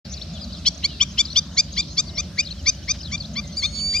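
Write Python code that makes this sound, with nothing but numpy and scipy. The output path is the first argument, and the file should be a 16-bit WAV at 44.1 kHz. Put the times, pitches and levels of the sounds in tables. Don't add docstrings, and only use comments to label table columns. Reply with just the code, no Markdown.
import sys
import numpy as np
from scipy import signal
from scipy.fft import rfft, irfft
from scipy.io import wavfile
from scipy.ndimage import uniform_filter1d

SR = 44100
rng = np.random.default_rng(int(sys.argv[2]) if len(sys.argv) > 2 else 0)


def ratio(d):
    e = np.asarray(d, float) / 20
    return 10 ** e


def put_to_file(sound):
    columns = np.atleast_2d(sound).T
    safe = np.clip(columns, -1, 1)
    whole_steps = np.round(safe * 32767)
    wavfile.write(sys.argv[1], SR, whole_steps.astype(np.int16))


N = 176400

# pitch_hz, level_db (per Hz)
AIR_SPECTRUM = [(18, -38), (30, -27.5), (66, 2), (123, -10.5), (168, 1), (379, -21), (455, -31), (639, -21),
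                (747, -31.5), (1400, -28.5), (1910, -34.5), (3150, -31), (3490, -33.5), (3880, -26.5),
                (4660, -20.5), (7860, -46), (15500, -57.5)]
# pitch_hz, side_minus_mid_db
AIR_WIDTH = [(60, -24.5), (380, -15), (1300, -8), (8000, 0.5)]
# pitch_hz, width_hz, level_db
RUMBLE_BANDS = [(59.8, 6.5, -41), (78, 19, -41), (582.4, 46, -58)]
# time_s, level_db
RUMBLE_GUSTS = [(0, 2), (1.5, -2.5), (2.6, 2), (4, 1.5)]
# start_s, length_s, start_hz, middle_hz, end_hz, level_db (peak)
PEEPS = [(0.047, 0.028, 4790, 4500.0, 4200, -39), (0.086, 0.076, 4700, 5860, 5360, -39),
         (0.111, 0.033, 6160, 6540, 6870, -37.5), (0.133, 0.022, 3350, 4500, 5270, -34.5),
         (0.166, 0.023, 5200, 4240, 3560, -32), (0.187, 0.058, 5300, 5600, 5200, -42),
         (0.213, 0.016, 3120, 3970, 4960, -29), (0.229, 0.0072, 4830, 4300, 3480, -35),
         (0.335, 0.055, 3500, 3450, 2550, -40), (0.407, 0.044, 4740, 4890, 3800, -35),
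         (0.743, 0.015, 4960, 6130.0, 6450, -41), (0.856, 0.12, 3090, 2880, 2600, -49),
         (0.884, 0.025, 4910, 4900, 5100, -42.5), (0.977, 0.012, 5600, 4720, 4000, -42),
         (1.3, 0.025, 3990, 4370, 3540, -29.5), (1.308, 0.046, 5540, 5870.0, 5170, -40),
         (1.327, 0.0078, 3670, 4420, 4400, -28.5), (1.517, 0.047, 6080, 6500, 6700, -46),
         (1.714, 0.031, 6000, 6470, 6900, -40), (1.736, 0.0094, 3400, 4530, 5320, -30.5),
         (1.757, 0.031, 5160, 4500.0, 3800, -32), (1.811, 0.018, 3460, 4360, 4880, -31.5),
         (1.824, 0.01, 4730, 4040, 3370, -28), (1.872, 0.096, 5670, 6400.0, 6100, -44),
         (2.031, 0.24, 2080, 2120, 2070, -56), (2.063, 0.029, 3950, 4600, 3830, -38),
         (2.082, 0.025, 4950, 4120, 3550, -36.5), (2.142, 0.036, 5070, 5550, 5400, -36),
         (2.417, 0.027, 4930, 5300, 6320, -34.5), (2.504, 0.021, 3740, 4200, 4500, -30.5),
         (2.522, 0.008, 4950, 4340, 3540, -31), (2.549, 0.076, 3490, 3210, 2620, -47.5),
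         (3.219, .009, 4700, 4300, 3500, -32), (2.997, 0.03, 4900, 5120, 6800, -37),
         (3.176, 0.013, 3720, 4750, 5170, -30), (3.199, 0.022, 5030, 4320, 4100, -30.5),
         (3.235, 0.029, 3450, 3630, 5070, -34.5), (3.334, 0.018, 6400, 6450, 7190.0, -42),
         (3.404, 0.14, 2150.0, 2060, 2040, -54.5), (3.472, 0.02, 5650, 6180, 6940, -43.5),
         (3.514, 0.038, 5950, 6240, 5520, -47.5)]
# start_s, length_s, start_hz, end_hz (of the line under the wobble), level_db
TRILLS = [(0.523, 0.083, 4680, 2434, -34), (1.249, 0.056, 4500, 3700, -29.5),
          (2.448, 0.075, 4590, 2670, -28.5), (3.029, 0.085, 4630, 2730, -28.5),
          (3.745, 0.072, 4790, 2550, -30)]
# start_s, length_s, pitch_hz (plateau),
# level_db of partials 2, 3, 4, 5, 6, tilt_db (partial 3 runs from -0.35 to +0.5 of this)
YAPS = [(0.6614, 0.026, 1179, -38, -17, -13, -16.5, -21.5, -20),
        (0.8376, 0.026, 1181, -33, -24.5, -19.5, -36.5, -28, -34),
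        (1.0087, 0.029, 1214, -29, -16.5, -21.5, -17.5, -32, -25),
        (1.184, 0.031, 1214, -28.5, -10.5, -18, -23, -21.5, -1),
        (1.36, 0.034, 1234, -32.5, -15, -12.5, -17, -32, 5),
        (1.5743, 0.034, 1236, -24.5, -25, -15.5, -20.5, -19.5, 10.5),
        (1.772, 0.037, 1224, -28, -22.0, -18.0, -26, -28.5, 1),
        (1.9754, 0.032, 1259, -33.0, -23.0, -15, -18, -26.5, 3),
        (2.1759, 0.032, 1258, -26, -29, -19, -22.5, -35.5, -5),
        (2.3825, 0.03, 1258, -21, -34, -18.5, -28, -27.5, -2),
        (2.663, 0.038, 1246, -21.5, -29, -18, -18.5, -33.5, -2),
        (2.884, 0.036, 1251, -25.5, -32, -19, -20, -35.5, 10.5),
        (3.117, 0.041, 1209, -27, -31, -31, -26.5, -32.5, 9),
        (3.36, 0.042, 1204, -28, -28.5, -25.5, -35, -49, -1),
        (3.6252, 0.037, 1230, -26.5, -24, -22.5, -33.5, -42, 12),
        (3.9368, 0.039, 1231, -26, -34.5, -25, -34.5, -35.5, 2)]
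YAP_UPPER_DB = [-26, -45.5, -33, -43, -49, -52, -54]
YAP_FIRST_PAN_DB = [3, 11, 4, -3, 11, 2]
YAP_LAST_PAN_DB = [6, 5, 5, 2, 2, 0]
# time_s (peak), level_db, pitch_hz (band centre)
SPLASHES = [(2.952, -42, 3440)]
# time_s, pitch_hz (partial 1), partial_2_db, partial_2_left_minus_right_db, partial_3_db
PLOVER = [(3.563, 2100, -53, 10, -52), (3.572, 2298, -19, -2.5, -33), (3.584, 2425, -23.5, 12, -35),
          (3.598, 2300, -20.5, -4, -35), (3.609, 2190, -32, 0, -44), (3.623, 2124, -30, 8, -42.5),
          (3.66, 2140, -27, 6, -39), (3.7, 2190, -45, 21, -48), (3.734, 2223, -40.5, -19, -41),
          (3.78, 2256, -26.5, -7.5, -36), (3.861, 2302, -20.5, -3.5, -35), (3.932, 2322, -21, -2.5, -36),
          (4.0, 2400, -22, 9, -33)]
# partial, level_db (relative to partial 3's column)
PLOVER_OTHERS = [(1, -14.5), (4, -13), (5, -35), (6, -37)]

BIRD_LAG_MS = 0.026
PEEP_PAN_DB = 5.5


def walk(rate):
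    hold = int(SR / rate)
    steps = np.repeat(rng.standard_normal(N // hold + 1), hold)
    return 1.64 * uniform_filter1d(uniform_filter1d(steps, hold), hold)[:N]


def place(phase, hz, db, pan_db, lag_ms):
    side = np.array([[1.], [-1.]])
    return ratio(db + side * pan_db / 2) * np.sin(phase + side * np.pi * hz * lag_ms / 1000)


def add(out, start, sound):
    i = int(start * SR)
    out[:, i:i + sound.shape[1]] += sound[:, :N - i]


def band(hz, width):
    bell = np.exp(-((np.fft.rfftfreq(N, 1 / SR) - hz) / width) ** 2)
    noise = irfft(rfft(rng.standard_normal(N)) * bell, N)
    return noise / noise.std()


def table_at(table, hz):
    table_hz, table_db = np.array(table).T
    return np.interp(np.log(hz), np.log(table_hz), table_db)


def air():
    wind = 0
    for hz in 40 * 2 ** np.arange(0, 8.7, 1 / 3):
        mid, side = band(hz, hz / 5), band(hz, hz / 5)
        level_db = table_at(AIR_SPECTRUM, hz) + 10 * np.log10(hz)
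        level_db = level_db + 1.7 * walk(14) + 1.5 * walk(3.008) * (hz < 5000)
        side = ratio(table_at(AIR_WIDTH, hz)) * side * np.array([[1], [-1]])
        wind = wind + ratio(level_db) * (mid + side)
    wind = wind / wind.std() * ratio(-36)
    rumble = sum(ratio(db) * band(hz, width) for hz, width, db in RUMBLE_BANDS)
    gust_db = np.interp(np.arange(N) / SR, *np.array(RUMBLE_GUSTS).T)
    return wind + rumble * ratio(gust_db)


def peeps(rows):
    quaver_share, steady_s = 0.013, 0.01
    flutter_db = 2.5
    out, flutter, quaver = np.zeros((2, N)), walk(150), walk(250)
    for start, length, first_hz, middle_hz, last_hz, db, pan_db in rows:
        i = int(start * SR)
        u = np.linspace(0, 1, int(length * SR))
        hz = first_hz * (1 - u) * (1 - 2 * u) + 4 * middle_hz * u * (1 - u) + last_hz * u * (2 * u - 1)
        depth = quaver_share * np.sqrt(min(1, steady_s / length))
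        hz = hz * (1 + depth * np.resize(quaver[i:], len(u)))
        level_db = db + flutter_db * np.resize(flutter[i:], len(u))
        phase = 2 * np.pi * np.cumsum(hz) / SR
        add(out, start, np.sin(np.pi * u) ** 0.66 * place(phase, hz, level_db, pan_db, BIRD_LAG_MS))
    return out


def far_flock():
    count = 550
    u, g = rng.random((count, 2)).T, rng.standard_normal((count, 5)).T
    start = u[0] * (N / SR - 0.01)
    length = 0.015 * (0.5 + 2.4 * u[1])
    hz = 4400 * 2 ** (0.6 * np.tanh(g[0]))
    first_hz, last_hz = hz * (1 + 0.07 * g[1]), hz * (1 + 0.1 * g[2])
    level_db, pan_db = -53.5 + 4.5 * g[3], 3 * g[4]
    return peeps(zip(start, length, first_hz, hz, last_hz, level_db, pan_db))


def bank_echo(sound):
    t60_s, gap_s, echo_db = 0.4, 0.008, -25
    t = np.arange(SR // 2) / SR
    tail = rng.standard_normal((2, len(t))) * ratio(-60 * t / t60_s) * (t > gap_s)
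    tail *= ratio(echo_db) / np.sqrt(np.sum(tail ** 2) / 2)
    return signal.fftconvolve(sound, tail, axes=1)[:, :N]


def trills():
    wobble_hz, depth_hz, wait_s, settle_s = 62, 730, 0.0037, 0.033
    fade_db_s, crest_db = -250, 3
    flutter_db, jitter_hz = 2.5, 90
    out = np.zeros((2, N))
    for start, length, first_hz, last_hz, db in TRILLS:
        t = np.arange(int(length * SR)) / SR
        wobble = -np.cos(2 * np.pi * wobble_hz * np.maximum(t - wait_s, t * 0.86))
        hz = first_hz + (last_hz - first_hz) * t / length
        hz = hz + depth_hz * np.exp(-t / settle_s) * wobble + jitter_hz * walk(400)[:len(t)]
        level_db = fade_db_s * t + crest_db * wobble + flutter_db * np.resize(walk(323), len(t))
        env = np.sin(np.pi * t / length) ** 0.21 * ratio(level_db)
        phase = 2 * np.pi * np.cumsum(hz) / SR
        add(out, start, env * place(phase, hz, db, PEEP_PAN_DB, BIRD_LAG_MS))
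    return out


def wader():
    lead_s, croak_db, croak_depth = 0.014, -24, 0.07
    rise_share, rise_s, attack_s, release_s = 0.17, 0.014, 0.0125, 0.0035
    rough_share, shimmer_db, rasp_db = 0.0064, 2.5, 3
    root_db, upper_fade_db_s, lag_ms = -44.5, -16.5, 0.036
    out, jitter, rasp = np.zeros((2, N)), walk(400), walk(1500)
    shimmer = [walk(90) for _ in range(14)]
    first, last = YAPS[0][0], YAPS[-1][0]
    for start, length, top_hz, *dbs, tilt_db in YAPS:
        i = int((start - lead_s) * SR)
        t = np.arange(int((length + lead_s + 0.0084) * SR)) / SR - lead_s
        now = slice(i, i + len(t))
        hz = top_hz * (1 - rise_share * np.exp(-t / rise_s)) * (1 + rough_share * jitter[now])
        hz *= 1 + croak_depth * rasp[now] / (1 + np.exp(t * 1000))
        phase = 2 * np.pi * np.cumsum(hz) / SR
        croak = ratio(croak_db) * np.clip(1 + t / lead_s, 0, 1)
        swell = 1 / (1 + np.exp(-(t - 0.0045) * 4 / attack_s))
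        env = (croak + swell) / (1 + np.exp((t - length) * 2 / release_s))
        late = (start - first) / (last - first)
        upper = [max(dbs) + db + upper_fade_db_s * (start - first) for db in YAP_UPPER_DB]
        for k, db in enumerate([root_db, *dbs, *upper]):
            panned = k < len(YAP_LAST_PAN_DB)
            pan_db = (1 - late) * YAP_FIRST_PAN_DB[k] + late * YAP_LAST_PAN_DB[k] if panned else 0
            level_db = db + shimmer_db * shimmer[k][now]
            if k > 6:
                level_db = level_db + rasp_db * np.roll(rasp, k * 999)[now]
            if k == 2:
                level_db = level_db + tilt_db * (np.clip(t / length, 0.15, 1) - 0.5)
            partial_phase = (k + 1) * phase + rng.uniform(0, 2 * np.pi)
            partial = place(partial_phase, (k + 1) * hz, level_db, pan_db, lag_ms * panned)
            add(out, start - lead_s, env * partial)
    return out


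def splashes():
    t = np.arange(N) / SR
    return sum(ratio(db) * band(hz, 0.9 * hz) * np.exp(-((t - peak) / 0.014) ** 2)
               for peak, db, hz in SPLASHES)


def plover():
    t, (times, *columns) = np.arange(N) / SR, np.array(PLOVER).T
    paths = [uniform_filter1d(np.interp(t, times, column), size=200) for column in columns]
    hz, two_db, pan_db, three_db = paths
    phase = 2 * np.pi * np.cumsum(hz * (1 + 0.00142 * walk(60))) / SR
    out = place(2 * phase, 2 * hz, two_db, pan_db, BIRD_LAG_MS)
    for k, db in [(3, 0.038)] + PLOVER_OTHERS:
        level_db = three_db + db + 1.1 * walk(29.64)
        out += place(round(k) * phase, round(k) * hz, level_db, -4.5, 0)
    return out * (t > times[0])


def scene():
    near = peeps([(*row, PEEP_PAN_DB) for row in PEEPS])
    shore = near + far_flock() + trills() + wader() + splashes() + plover()
    mix = shore + bank_echo(shore) + air()
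    full_s, fade_s = 0.052, 0.0088
    return mix * np.clip((np.arange(N) / SR - full_s) / fade_s + 1, 0, 1) ** 3


def top_cut(x):
    return signal.sosfilt(signal.butter(12, 15720, fs=SR, output="sos"), x)


def record(dry):
    low_cut = signal.butter(4, 57.2, "high", fs=SR, output="sos")
    mix = signal.sosfilt(low_cut, dry)
    return top_cut(mix)


dry = scene()
out = record(dry)
put_to_file(out)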